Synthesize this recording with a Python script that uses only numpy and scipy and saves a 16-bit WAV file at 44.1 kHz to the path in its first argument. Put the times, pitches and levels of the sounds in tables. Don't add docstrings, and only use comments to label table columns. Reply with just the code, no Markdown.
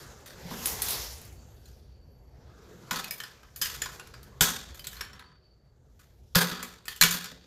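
import sys
import numpy as np
from scipy import signal
from scipy.fft import rfft, irfft
from scipy.io import wavfile
from scipy.ndimage import uniform_filter1d

SR = 44100
rng = np.random.default_rng(int(sys.argv[2]) if len(sys.argv) > 2 else 0)


def generate_wav(sig):
    pcm = np.round(np.clip(np.atleast_2d(sig).T, -1, 1) * 32767).astype(np.int16)
    wavfile.write(sys.argv[1], SR, pcm)


N = 329338

CONTACT_RISE_S = 0.0015
FAVOUR_DB = 16
SHEEN_DB = -0.5


def from_db(db):
    return 10 ** (np.asarray(db) / 20)


def rms_one(x):
    return x / np.sqrt(np.mean(x ** 2) + 1e-20)


def in_time(rows):
    time_s, *columns = np.transpose(rows)
    return [np.interp(np.arange(N) / SR, time_s, column) for column in columns]


def at_hz(points, hz):
    points = np.array(points)
    return np.interp(np.log(hz), np.log(points[:, 0]), points[:, 1])


def drift(rate_hz):
    pole = np.exp(-2 * np.pi * rate_hz * 40 / SR)
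    noise = rng.standard_normal(N // 40 + 2002)
    slow = signal.lfilter([1], [1, -2 * pole, pole * pole], noise)[2000:]
    return np.interp(np.arange(N) / 40, np.arange(len(slow)), rms_one(slow))


def clicks(times_s, gains):
    train = np.full(N, 1e-18)
    np.add.at(train, (np.asarray(times_s) * SR).astype(int), gains)
    return train


def ring(train, hz, t60_s):
    radius = from_db(-60 / (t60_s * SR))
    angle = 2 * np.pi * hz / SR
    return signal.lfilter([0, np.sin(angle)], [1, -2 * radius * np.cos(angle), radius * radius], train)


def fade(train, t60_s):
    return signal.lfilter([1], [1, -from_db(-60 / (t60_s * SR))], train)


def bandpass(x, low_hz, high_hz):
    return signal.sosfilt(signal.butter(2, [low_hz, high_hz], "band", fs=SR, output="sos"), x)


def noise_bank(envelope_at, modal_db=0):
    mode_spacing_hz = 25
    edges_hz = 22 * 2 ** np.arange(0, 9.7, .3)
    spectrum = rfft(rng.standard_normal((2, N)))
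    knots = rng.standard_normal(int(SR / 2 / mode_spacing_hz))
    lines = np.interp(np.linspace(0, len(knots) - 1, spectrum.shape[1]), np.arange(len(knots)), knots)
    white = rms_one(irfft(spectrum * from_db(modal_db * lines), N))
    out = np.zeros(N)
    for k, (low, high) in enumerate(zip(edges_hz, edges_hz[1:])):
        out += bandpass(white[k % 2] * envelope_at(np.sqrt(low * high)), low, high)
    return out


def struck(times_s, level_db, modes, favour_db):
    shape = (len(times_s), len(modes))
    spread_db = rng.normal(0, 2.0, shape)
    late_s = rng.random(shape) * 2 * CONTACT_RISE_S
    out = np.zeros(N)
    for k, (hz, mode_db, t60_s) in enumerate(modes):
        gains = from_db(level_db + mode_db + favour_db(hz) + spread_db[:, k])
        out += ring(clicks(times_s + late_s[:, k], gains), hz, t60_s)
    return out


def disc_touches():
    # start_s, level_db, brightness_db_per_octave, low_weight_db, tray_boom_db, tray_shimmer_db,
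    # favoured low_mode_hz, middle_mode_hz, high_mode_hz
    landings = [(0.445, -49, -3.5, 14.5, 9.5, 3, 1210, 3800, 4820),
                (0.505, -32.5, -2.6, 16.5, -8, 0, 1200, 3960, 4730),
                (2.909, -11, -3.5, -1.5, -28.5, -9.5, 1370, 3380, 6530),
                (2.958, -22, -1.1, 0, -21.5, -3, 1310, 4230, 4600),
                (4.408, 0.5, 0.56, 8, -31.5, -8, 1504, 3340, 7770),
                (6.354, -2, 1.3, 14.5, -17, -6.5, 1360, 3610, 4890),
                (6.513, -25.5, -6.5, -9, -13.5, -4, 1280, 3800, 5100),
                (6.627, -19, -0.7, 7.5, -40, -12.5, 1340, 2280, 7200),
                (7.011, 2, 0.1, -18.5, -37, -11.5, 1690, 4000, 6600),
                (7.023, 0, -4, -21.5, -33.5, -41, 2270, 3940, 7180),
                (7.035, 0, -1, 3, -32.5, -16, 1500, 3030, 6500),
                (7.138, -23, -0.8, 8, -17, -2.5, 1440, 3400, 4600),
                (7.315, -38.5, -2.5, 22, -10.5, -13, 1720, 3740, 4410)]
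    # start_s, level_db, brightness_db_per_octave, tray_shimmer_db,
    # favoured low_mode_hz, middle_mode_hz, high_mode_hz
    light_touches = [(0.259, -39, 0, 7, 1950, 3670, 5850), (0.819, -22.5, 0.1, -4, 2060, 3950, 5960),
                     (1.655, -49, 0, 1, 1350, 4170, 7000), (3.042, -25.5, 5, -23, 1620, 2490, 4430),
                     (3.08, -33, 4, -21, 1600, 2450, 5350), (3.108, -23, 8.5, -15, 1900, 2270, 5270),
                     (3.201, -23.5, -2, -13, 1740, 3156, 5800), (3.235, -27, -3.5, -8, 1730, 3260, 5260),
                     (3.43, -43.5, -9, -10, 1880, 3110, 5800), (3.56, -32.5, 6, -10.5, 1600, 4480, 7060),
                     (3.62, -18.5, 5.5, -8, 1630, 3120, 5040), (3.656, -20.5, -2, -8, 1660, 2750, 5100),
                     (3.739, -38, 1, -3, 1670, 2840, 4820), (3.818, -16, -0.2, -11, 1750, 3480, 7100),
                     (3.858, -25.5, -7.5, -13, 1490, 3320, 4740), (3.919, -38, 1, -1, 1540, 3200, 5800),
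                     (3.996, -27.5, -7, -18, 1510, 2790, 6440), (4.071, -36, -1, -16, 1420, 2200, 5870),
                     (4.138, -36, -6.5, -11, 1570, 2280, 4800), (4.229, -38.5, 3.5, -13, 1280, 4460, 5900),
                     (4.744, -36.5, 0, -3, 1680, 2240, 7000), (4.793, -32.5, 5, -17, 1580, 3040, 4700),
                     (4.842, -33.5, -0.5, -2, 2110, 3070, 4120), (4.929, -37.5, -1, 3, 1760, 3020, 5720),
                     (4.967, -38, -5, 0, 1370, 4140, 4370), (5.13, -40, -6, -2, 1780, 3400, 5500),
                     (5.193, -37.5, -8.5, -5.5, 1684, 3900, 4330), (5.992, -53, -1, 6.5, 1745, 3270, 4650),
                     (6.349, -16, -4.5, 7, 1305, 4290, 4700), (6.737, -38.5, -5, -22, 1660, 2200, 6700),
                     (6.854, -37, 1, -4, 1530, 2670, 7650), (6.961, -35, 3.5, -6, 2010, 2830, 7400),
                     (7.108, -17.5, 2.5, -2.5, 1610, 3380, 6850), (7.242, -26.5, 2, -29, 1610, 4050, 7100),
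                     (7.256, -27, -1.5, -23, 1400, 3400, 4700)]
    lifts = [(3.614, -16.5, 0.5, -0.5, 1830, 4670, 5130), (4.869, -23, 5, -15.5, 3320, 3850, 7840),
             (5.008, -17.5, -4.5, -15, 1700, 2240, 5570), (6.881, -18.5, -0.5, -8, 1815, 3200, 4630)]
    knock_ring_db, clink_ring_db, lift_ring_db = -18.5, -14, -15.5
    knock_shimmer_s, clink_shimmer_s = 0.51, 0.42
    light_weight_db, light_boom_db = -15.5, -44
    rows = [(*row, knock_ring_db, knock_shimmer_s) for row in landings]
    for table, ring_db in [(light_touches, clink_ring_db), (lifts, lift_ring_db)]:
        for start_s, level_db, brightness, *rest in table:
            rows.append((start_s, level_db, brightness, light_weight_db, light_boom_db,
                         *rest, ring_db, clink_shimmer_s))
    names = ["start_s", "level_db", "brightness", "weight_db", "boom_db", "shimmer_db",
             "low_hz", "middle_hz", "high_hz", "ring_db", "shimmer_s"]
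    touches = dict(zip(names, np.transpose(rows)))
    touches["top_hz"] = np.full(len(rows), 12250)
    touches["free"] = np.arange(len(rows)) >= len(rows) - len(lifts)
    return touches


def near(touches, hz, octaves):
    favoured = [touches[name] for name in ("low_hz", "middle_hz", "high_hz", "top_hz")]
    return np.max([np.exp(-(np.log2(hz / best) / octaves) ** 2) for best in favoured], axis=0)


def disc_ring(touches):
    # pitch_hz, level_db, t60_s when free
    disc_modes = [(1289, -5, 0.037), (1468, -2.5, 0.075), (1646, -6, 0.1), (1740, -1.5, 0.27),
                  (1823, -3, .1), (2282, -1, 0.084), (2535, 2, 0.08), (2770, -7.5, .15), (2880, -1.5, .07),
                  (3059.5, -1, 0.68), (3190, -9, 0.38), (3382, -5, 0.14), (3772, -1, .12), (4110, 4, 0.26),
                  (4280, -0.5, 0.16), (4590, -4, 0.12), (4800, -2, 0.19), (5050, 2.5, 0.099),
                  (5490, -0.5, .17), (6120, -9, .07), (7000, 0.5, 0.075), (6990, -2.5, 0.074),
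                  (7350, -4.5, 0.11), (7660, 2, 0.1), (7440, -7.5, 0.38), (8000, 0, .05),
                  (11300, -9.5, 0.074), (11200, 4, 0.16), (12100, -13.5, 0.11), (13500, -0.5, .07)]
    held_t60_s = 0.16
    contact_db, contact_t60_s = 9, 0.035
    favour_octaves = 0.05
    held_modes = [(hz, db, min(t60_s, held_t60_s)) for hz, db, t60_s in disc_modes]
    damped_modes = [(hz, db, contact_t60_s) for hz, db, _ in disc_modes]
    start_s, free = touches["start_s"], touches["free"]
    ring_level_db = touches["level_db"] + touches["ring_db"] - FAVOUR_DB
    out = np.zeros(N)
    for rows, modes in [(free, disc_modes), (~free, held_modes)]:
        out += struck(start_s[rows], ring_level_db[rows], modes,
                      lambda hz: FAVOUR_DB * near(touches, hz, favour_octaves)[rows])
    out += struck(start_s, ring_level_db + contact_db, damped_modes,
                  lambda hz: FAVOUR_DB * near(touches, hz, 2 * favour_octaves) + SHEEN_DB * (hz > 8000))
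    return out


def room(x):
    room_db, room_t60_s, build_up_s = -9, 0.3, 0.0062
    age_s = np.arange(0, 0.5, 1 / SR)
    echo = rng.standard_normal(len(age_s)) * from_db(-60 * age_s / room_t60_s)
    echo = signal.lfilter([1], [1, -.6], echo * np.minimum(age_s / build_up_s, 1))
    echo /= np.sqrt(np.sum(echo ** 2))
    return x + from_db(room_db) * signal.fftconvolve(x, echo)[:N]


def crack_and_shimmer(touches):
    # pitch_hz, relative level_db
    shimmer_spectrum = [(150, -34.5), (250, -7.5), (319, -20.5), (444, -9.5), (651, -12.5), (1180, -4.5),
                        (2360, -7), (3400, -6.5), (5830, -8.5), (7310, -3.5), (8850, -15), (12300, -5.5),
                        (16000, -15)]
    # pitch_hz, share of the base t60
    shimmer_length = [(250, 1.2), (1000, 1.047), (4000, 1.324), (9000, .8), (15000, .7)]
    snap_t60_s, crack_db, crack_t60_s = 0.0075, -9, 0.045
    uneven_db = 1.5
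    step = 16
    rise = max(int(CONTACT_RISE_S * SR), 1)
    age_s = np.arange(0, 0.7, step / SR)
    starts = (touches["start_s"] * SR / step).astype(int)
    flutter = from_db(2.5 * drift(65))

    def envelope(hz):
        colour_db = touches["brightness"] * np.log2(hz / 4000)
        colour_db += touches["weight_db"] * np.clip(np.log2(1200 / hz), 0, 1)
        colour_db += 2.4 * near(touches, hz, 0.37) + SHEEN_DB * (hz > 8000)
        thin_db = -18 * max(np.log2(110 / hz), 0)
        chance_db = rng.normal(0, uneven_db, len(starts))
        level = from_db(touches["level_db"] + at_hz(shimmer_spectrum, hz) + colour_db + thin_db + chance_db)
        power = np.zeros(N // step + len(age_s) + 1)
        tail_gains = level * from_db(touches["shimmer_db"])
        for start, gain, base_s in zip(starts, tail_gains, touches["shimmer_s"]):
            decay = from_db(-60 * age_s / (base_s * at_hz(shimmer_length, hz)))
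            build_up = 1 - np.exp(-age_s / 0.0056)
            power[start:start + len(age_s)] += gain ** 2 * decay ** 2 * build_up
        train = clicks(touches["start_s"], level)
        crack = fade(train, snap_t60_s) + from_db(crack_db) * fade(train, crack_t60_s)
        crack = uniform_filter1d(np.roll(crack, rise // 2), rise)
        return crack + flutter * np.sqrt(np.repeat(power, step)[:N])

    return noise_bank(envelope, modal_db=4.5)


def tray_boom(touches):
    # pitch_hz, level_db, t60_s
    tray_modes = [(134.9, -16.5, 0.57), (172.2, 3.5, 0.37), (182.8, -5, 0.58), (451.5, -16.5, 0.21),
                  (536, -6.5, 0.24)]
    boom = np.zeros(N)
    for hz, mode_db, t60_s in tray_modes:
        gains = from_db(touches["level_db"] + touches["boom_db"] + mode_db)
        boom += ring(clicks(touches["start_s"] + 0.0072, gains), hz, t60_s)
    return signal.lfilter([.02], [1, -.98], boom) * from_db(5.5)


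def counter_thud():
    # start_s, level_db
    hand_presses = [(4.41, -3), (6.355, -28.5)]
    start_s, level_db = np.transpose(hand_presses)
    shake = fade(clicks(start_s, from_db(level_db)), t60_s=0.16) * rng.standard_normal(N)
    return bandpass(shake, 30, 179)


def cutter_tinkles():
    # start_s, level_db
    cutter_touches = [(0.2064, -52), (0.2708, -35), (0.6579, -7), (0.672, -15.5), (0.8197, -5.5),
                      (0.8854, -12.5), (0.9073, -13.5), (1.0394, -28), (1.1054, -60), (1.1777, -37),
                      (1.216, -35), (1.2506, -36), (1.3259, -42)]
    # pitch_hz, level_db, t60_s before damping
    cutter_modes = [(9065, -91, 0.19), (9750, -20, 0.11), (11010, -10.5, 0.22), (10710, 4.5, 0.077),
                    (12270, -25, 5.0), (13300, -2.5, 0.053)]
    start_s, level_db = np.transpose(cutter_touches)
    train = clicks(start_s, from_db(level_db))
    envelope = fade(train, 0.0052) + from_db(-16) * fade(train, 0.36)
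    high = bandpass(rng.standard_normal(N) * envelope, 9000, 15000)
    middle = bandpass(rng.standard_normal(N) * envelope, 2000, 9000)
    damped_modes = [(hz, db, min(t60_s, .05)) for hz, db, t60_s in cutter_modes]
    return high + from_db(-7) * middle + struck(start_s, level_db - 16, damped_modes, lambda hz: 0)


def sleeve_rustle():
    # pitch_hz, relative level_db
    cloth_spectrum = [(71, -15.5), (120, 2), (236, -6), (289, -7), (418, 1.5), (605, -3), (1620, -5.5),
                      (2590, -11), (3980, -7), (7500, -6.5), (9210, -28.5), (11100, -3.5), (16000, -26.5)]
    # time_s, level_db, brightness_db_per_octave
    movement = [(0.0, -34.5, 0.3), (0.29, -44, -3.5), (0.56, -27.5, 0), (0.68, -23, 1), (0.81, -24.5, 0.7),
                (0.91, -18, 1.5), (1.12, -31, 1.7), (1.35, -46.5, -2.1), (1.79, -52, 1), (2.0, -60.5, -3),
                (2.3, -57, -4), (2.4, -51, -4), (2.93, -40, -3), (3.55, -48.5, -1), (3.8, -35, 0),
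                (4.25, -48, -2.5), (4.8, -44, -1.5), (5.3, -63.5, -6), (6.3, -58.5, 2), (6.7, -56, -5),
                (7.47, -57, 0)]
    level_db, brightness = in_time(movement)
    together_db = drift(25)

    def envelope(hz):
        colour_db = at_hz(cloth_spectrum, hz) + brightness * np.log2(hz / 3000)
        return from_db(colour_db + together_db + 2.3 * drift(3.7))

    return from_db(level_db) * noise_bank(envelope)


def appliance_hum():
    # pitch_hz, relative level_db
    hum_spectrum = [(21, -31), (36, -16), (63, 2), (96, -11), (124, -7), (156, -21), (184, -16), (286, -25),
                    (390, -21.5), (900, -35.5), (1170, -49), (1980, -120)]
    # time_s, level_db
    hum_level = [(0.0, -38), (0.25, -56.5), (0.7, -38.5), (1.1, -45.5), (1.8, -47.5), (2.5, -48.5),
                 (2.9, -63.5), (3.2, -64), (3.6, -49.5), (3.76, -47.5), (4.3, -47.5), (5.15, -49),
                 (5.35, -62), (5.7, -54.5), (6.2, -51), (6.7, -55.5), (7.05, -56), (7.47, -55)]

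    def envelope(hz):
        cut_db = -30 * (hz > 900) - 9 * (hz < 36)
        return from_db(at_hz(hum_spectrum, hz) + cut_db + 2 * drift(14))

    motor_note = rms_one(ring(rng.standard_normal(N), 59, 0.71))
    (level_db,) = in_time(hum_level)
    return from_db(level_db) * (rms_one(noise_bank(envelope)) + from_db(-8.5) * motor_note)


def faint_whines():
    # pitch_hz, width_hz
    whine_pitches = [(4560, 48), (11720, 140)]
    # time_s, lower_whine_level_db, upper_whine_level_db
    whine_levels = [(0, -94.5, -90), (1.1, -81, -82), (1.25, -64.5, -75), (1.75, -70, -79.5),
                    (2.1, -72, -77), (2.3, -78, -77), (2.9, -91.5, -78.5), (5.3, -70.5, -99),
                    (5.7, -83.5, -99), (6.0, -86, -99), (7.47, -86, -99)]
    out = np.zeros(N)
    for (hz, width_hz), level_db in zip(whine_pitches, in_time(whine_levels)):
        narrow = ring(rng.standard_normal(N), hz, np.log(1000) / (np.pi * width_hz))
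        out += from_db(level_db + 4.9 * drift(4.3)) * rms_one(narrow)
    return out


def scene():
    touches = disc_touches()
    disc = room(disc_ring(touches)) + crack_and_shimmer(touches)
    tray = tray_boom(touches) + counter_thud()
    background = sleeve_rustle() + appliance_hum() + faint_whines()
    return (disc + tray + cutter_tinkles() + background)[None]


def record(dry):
    upper_treble_db = -24
    rounded = 1.012 * np.tanh(dry / 1.924)
    body = signal.sosfilt(signal.cheby2(14, 50, 16000, fs=SR, output="sos"), rounded)
    heard = body + from_db(upper_treble_db) * rounded
    return signal.sosfilt(signal.cheby2(18, 55, 16979, fs=SR, output="sos"), heard)


dry = scene()
out = record(dry)
generate_wav(out)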